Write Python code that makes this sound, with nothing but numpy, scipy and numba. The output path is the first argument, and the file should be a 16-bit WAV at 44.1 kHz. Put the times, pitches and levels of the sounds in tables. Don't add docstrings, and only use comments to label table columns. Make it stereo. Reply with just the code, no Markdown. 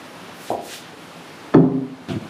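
import sys
import numpy as np
from scipy import signal
from scipy.fft import rfft, irfft
from scipy.io import wavfile
from scipy.ndimage import uniform_filter1d
from numba import njit

SR = 44100
rng = np.random.default_rng(int(sys.argv[2]) if len(sys.argv) > 2 else 0)


def master(y):
    cut = np.clip(np.atleast_2d(y).T, -1, 1)
    pcm = np.round(cut * 32767)
    wavfile.write(sys.argv[1], SR, pcm.astype(np.int16))


N = 101297
T = np.arange(N) / SR


# (frequency [Hz], level per Hz [dB])
AIR_COLOUR = [(18, -55), (30, -38), (48, -8.5), (143, -6.5), (172, 3), (201, -7), (255, 0.5), (357, -3),
              (386, -3.5), (618, -5.5), (867, -5.5), (3640, -16), (7960, -28), (10100, -27.5), (15300, -39)]
# (time [s], level [dB], treble tilt [dB per octave])
AIR_OVER_TIME = [(0, -39, 0.2), (.3, -37.5, -0.4), (.6, -39.5, 0.84), (.83, -40, -.2), (.875, -37, 0.1),
                 (.95, -38, -.5), (1.02, -37.5, 0.35), (1.12, -38, 0.2), (1.5, -38.5, -0.26),
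                 (1.7, -36, -1.93), (2.0, -39.5, -0.56), (2.29, -36, -0.4)]
# (frequency [Hz], side level against middle [dB])
AIR_WIDTH = [(60, 0.5), (110, -25), (200, -17.5), (380, -16.5), (690, -9.5), (1280, -4), (2360, -7.5),
             (4360, -6), (8040, -4), (14800, -2)]
AIR_LEFT_DB = 1.8
AIR_SWELL_DB, AIR_FLICKER_DB = 0.5, 0.6

# (frequency [Hz], decay time [s])
ROOM_DECAY = [(80, 0.84), (250, 0.61), (700, 0.61), (1500, 0.29), (4000, 0.25), (12000, 0.04)]
# (frequency [Hz], side level [dB])
ROOM_WIDTH = [(60, -33), (200, -99), (400, -48), (800, -13.5), (1500, -8.5), (12000, 0.5)]
ROOM_DELAY_S = 0.008
BOX_WET_DB, CRACK_WET_DB, MAT_WET_DB, CLOTH_WET_DB = -20, -3.5, -10.5, -4

# (time [s], level [dB], treble tilt [dB per octave])
CLOTH_BRUSHES = [
    [(.3, -68, -5.5), (.35, -59, 9), (.44, -46, 6), (.49, -41, -1), (.52, -47, 7.5), (.57, -57, 3)],
    [(.61, -55, 4), (.655, -41.5, 5), (.70, -37, 0.2), (.74, -33.5, 0.5), (.765, -39.5, 3), (.80, -47, 4.5),
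     (.86, -51.5, -9)],
]
# (frequency [Hz], level per Hz [dB])
CLOTH_NOISE = [(710, -35), (1200, -2), (1450, 2.5), (1810, 0), (2850, 1.5), (4000, 2), (4400, -2),
               (10000, -8), (15000, -16)]
CLOTH_FLICKER_DB = 0.8

# (time [s], level [dB])
MAT_TOUCHES = [(.5030, -6), (.5115, -11), (.5293, -13.5), (.5375, -12), (.55, -11.5)]
# (frequency [Hz], level [dB], ring time [s], push direction [+1 or -1])
MAT_TONES = [(74.5, -35, 0.22, -1), (376, -17.5, 0.13, -1), (626, -24, 0.05, 1), (696, -6, 0.053, 1),
             (770, -5, .025, 1), (880, -14, 0.018, -1)]
# (frequency [Hz], level per Hz [dB])
MAT_RATTLE = [(50, -16), (80, -11), (170, -13.5), (280, -4), (420, -1), (750, -2), (1000, -8), (1250, -25),
              (3000, -47)]
# (frequency [Hz], decay time [s])
MAT_RATTLE_DECAY = [(80, .3), (300, .4), (550, 0.25), (750, .22), (1000, .2)]
TOUCH_PUSH_MS, MAT_RATTLE_DB = 0.99, -19

# (time [s], thump level [dB], scrape level [dB])
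DRAG_LEVELS = [(2.0845, -42, -63), (2.0865, -23.5, -30.5), (2.105, -19.5, -31), (2.125, -21.5, -31),
               (2.14, -17.5, -35), (2.165, -17.5, -37), (2.18, -28, -43), (2.21, -33, -46),
               (2.28, -44, -52)]
# (frequency [Hz], level per Hz [dB])
SCRAPE_NOISE = [(350, -17), (600, -6.5), (668, 5), (754, -7), (1240, -14), (1330, -10.5), (3140, -14),
                (15000, -44)]
JERKS_PER_S, JERK_JITTER, JERK_SCATTER_DB, JERK_PUSH_MS = 108, 0.1473, 6, 2.85
LOADED_RING_FACTOR = 0.046

# (time [s], push level [dB], push length [ms], crack level [dB], clack level [dB])
LID_BLOWS = [(1.5393, -5.5, 1.33, -14.5, -8), (1.5440, 8, 1.5, -15.5, -0.5)]
# (frequency [Hz], level [dB], ring time [s], push direction [+1 or -1])
IRON_TONES = [(1250, -12, .03, 1), (1750, -12, .022, -1), (3400, -24, .02, 1), (4450, -27, .015, -1)]
# (frequency [Hz], level per Hz [dB])
CRACK_NOISE = [(300, -1), (500, 4.5), (900, -3), (1600, -9.5), (2200, -15), (3500, -28.5), (6000, -32.5),
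               (12000, -64)]
# (frequency [Hz], decay time [s])
CRACK_DECAY = [(400, 0.33), (900, 0.28), (1600, 0.064), (3500, 0.05), (12000, 0.022)]
IRON_PUSH_MS = 0.22
RATTLE_RISE_S = 0.0011

# (frequency [Hz], level [dB], ring time [s], push direction [+1 or -1])
BOX_TONES = [(119.7, -23, 0.4, 1), (135, -17.5, 0.83, -1), (161.83, -10.5, 0.67, 1),
             (168.6, -14.5, 0.82, -1), (189.6, -18.5, 0.63, 1), (248.4, -20.5, 0.57, -1),
             (251, -20, 1.2, -1), (262.7, -8.5, 0.95, 1), (269, -22, 1.5, -1), (273.4, -3.5, 0.082, -1),
             (289.6, -15.5, 1.1, -1), (314.8, -5, 0.31, 1), (349.6, -11, 0.39, 1), (378, -5, 0.24, -1),
             (383.6, -8.5, .2, 1), (402, -16, 0.74, -1), (438, -29, 0.5, -1), (489, -20.5, 0.21, 1),
             (602, -16.5, 0.16, 1), (733, -17.5, 0.5, 1), (790, -20, 0.045, 1)]
MUTED_FROM_S, MUTED_DB_PER_S = 1.835, 95

LOW_CUT_HZ, TOP_HZ = 93, 15250
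GAIN_TOP_DB, GAIN_RATIO, GAIN_ATTACK_S, GAIN_RELEASE_S = -28.5, 1.424, 0.016, 0.14
LEFT_RIGHT = np.array([[1], [-1]])


def undb(db):
    return 10 ** (np.asarray(db) / 20)


def unit(x):
    return x / np.sqrt(np.mean(x ** 2))


def at_hz(table, hz):
    rows = np.array(table, float)
    return np.interp(np.log(np.maximum(hz, 1)), np.log(rows[:, 0]), rows[:, 1])


def at_s(table, column=1):
    rows = np.array(table, float)
    return np.interp(T, rows[:, 0], rows[:, column])


def walk(rate):
    hold = int(SR / rate)
    steps = np.repeat(rng.standard_normal(N // hold + 1), hold)
    smooth = uniform_filter1d(uniform_filter1d(steps, hold), hold)
    return 1.5 * smooth[:N]


def bands(colour, size):
    freqs = np.fft.rfftfreq(size, 1 / SR)
    spectra = rfft(rng.standard_normal((2, size))) * undb(at_hz(colour, freqs))
    for hz in 30 * 2 ** (np.arange(19) / 2):
        octaves_away = np.log2(freqs / hz + 1e-9)
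        window = np.cos(np.pi * np.clip(octaves_away, -0.5, 0.5)) ** 2
        yield hz, irfft(spectra * window, size)


def ring(tones, ring_factor=1.0):
    t, out = T[:SR], 0
    for hz, db, t60, direction in tones:
        fade = 1000.0 ** (-t / (t60 * ring_factor))
        out = out + np.sign(direction) * undb(db) * np.sin(2 * np.pi * hz * t) * fade
    return out


def push(start, db, ms):
    progress = np.clip((T - start) / (ms / 1000), 0, 1)
    return undb(db) * np.sin(np.pi * progress) ** 2 * 2000 / (ms * SR)


def conv(a, b):
    return signal.fftconvolve(a, b, axes=-1)[..., :N]


def rattle(hits, colour, decay):
    parts = list(bands(colour, N))
    scale = np.std(sum(pair[0] for _, pair in parts))
    out = 0
    for start, db in hits:
        t = np.maximum(T - start, 0)
        rise = undb(db) * (1 - np.exp(-t / RATTLE_RISE_S))
        for hz, pair in parts:
            fade = 1000.0 ** (-t / at_hz(decay, hz))
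            out = out + rise * fade * pair[0] / scale
    return out


def air():
    out, swell = 0, walk(2.754)
    tilt = at_s(AIR_OVER_TIME, column=2)
    for hz, (mid, side) in bands(AIR_COLOUR, N):
        lean = mid * (undb(AIR_LEFT_DB / 2) - 1) * min(hz / 1000, 1)
        side = undb(at_hz(AIR_WIDTH, hz)) * side + lean
        level_db = AIR_SWELL_DB * swell + AIR_FLICKER_DB * walk(12.2) + tilt * np.log2(hz / 1000)
        out = out + undb(level_db) * (mid + side * LEFT_RIGHT)
    return unit(out) * undb(at_s(AIR_OVER_TIME))


def room():
    t, out = T[:SR], 0
    for hz, (mid, side) in bands([(30, 0), (16000, 0)], SR):
        fade = 1000.0 ** (-t / at_hz(ROOM_DECAY, hz))
        out = out + fade * (mid + undb(at_hz(ROOM_WIDTH, hz)) * side * LEFT_RIGHT)
    out = np.pad(out, ((0, 0), (int(ROOM_DELAY_S * SR), 0)))
    return out / np.sqrt(np.sum(out ** 2) / 2)


def cloth():
    parts = list(bands(CLOTH_NOISE, N))
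    scale = np.std(sum(pair[0] for _, pair in parts))
    out = 0
    for brush in CLOTH_BRUSHES:
        on = (T > brush[0][0]) & (T < brush[-1][0])
        level, tilt = at_s(brush), at_s(brush, column=2)
        for hz, pair in parts:
            if hz > 1000:
                level_db = level + tilt * np.log2(hz / 5000) + CLOTH_FLICKER_DB * walk(40.2)
                out = out + on * undb(level_db) * pair[0] / scale
    return out


def touch():
    force = sum(push(start, db, TOUCH_PUSH_MS) for start, db in MAT_TOUCHES)
    knock = conv(force, ring(MAT_TONES))
    rattle_start = MAT_TOUCHES[1][0]
    return knock + rattle([(rattle_start, MAT_RATTLE_DB)], MAT_RATTLE, MAT_RATTLE_DECAY)


def drag():
    start, end = DRAG_LEVELS[0][0], DRAG_LEVELS[-1][0]
    on = (T > start) & (T < end)
    chance = rng.standard_normal((40, 2))
    gaps = np.exp(JERK_JITTER * chance[:, 0])
    times = start + (np.cumsum(gaps) - 1) / JERKS_PER_S
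    force = sum(push(s, JERK_SCATTER_DB * c, JERK_PUSH_MS) for s, c in zip(times, chance[:, 1]))
    thumps = conv(force, ring(BOX_TONES, LOADED_RING_FACTOR))
    thumps = thumps / np.std(thumps[on])
    scrape = unit(sum(pair[0] * undb(2 * walk(60)) for _, pair in bands(SCRAPE_NOISE, N)))
    return on * (undb(at_s(DRAG_LEVELS)) * thumps + undb(at_s(DRAG_LEVELS, column=2)) * scrape)


def crack():
    force = sum(push(start, clack_db, IRON_PUSH_MS) for start, _, _, _, clack_db in LID_BLOWS)
    clack = conv(force, ring(IRON_TONES))
    hits = [(start, crack_db) for start, _, _, crack_db, _ in LID_BLOWS]
    return clack + rattle(hits, CRACK_NOISE, CRACK_DECAY)


def set_down():
    force = sum(push(start, db, ms) for start, db, ms, _, _ in LID_BLOWS)
    boom = conv(force, ring(BOX_TONES))
    return boom * undb(-MUTED_DB_PER_S * np.maximum(T - MUTED_FROM_S, 0))


def scene():
    box = set_down() + drag()
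    snap, mat, rub = crack(), touch(), cloth()
    wet = undb(BOX_WET_DB) * box + undb(CRACK_WET_DB) * snap
    wet = wet + undb(MAT_WET_DB) * mat + undb(CLOTH_WET_DB) * rub
    return box + snap + mat + rub + conv(wet[None], room()) + air()


@njit
def follow(x, attack, release):
    level, out = x[0], np.empty(len(x))
    for i in range(len(x)):
        level += (x[i] - level) * (attack if x[i] > level else release)
        out[i] = level
    return out


def record(dry):
    low_cut = signal.butter(4, LOW_CUT_HZ, "high", fs=SR, output="sos")
    dry = signal.sosfilt(low_cut, dry)
    level = follow(np.abs(dry).max(axis=0), 1 / (GAIN_ATTACK_S * SR), 1 / (GAIN_RELEASE_S * SR))
    gain = np.minimum(1, undb(GAIN_TOP_DB) / (level + 1e-9)) ** (1 - 1 / max(GAIN_RATIO, 1))
    loud = dry * gain
    rounded = loud / (1 + loud ** 6) ** (1 / 6)
    top_cut = signal.ellip(10, 0.2, 70, TOP_HZ, fs=SR, output="sos")
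    return signal.sosfilt(top_cut, rounded)


dry = scene()
out = record(dry)
master(out)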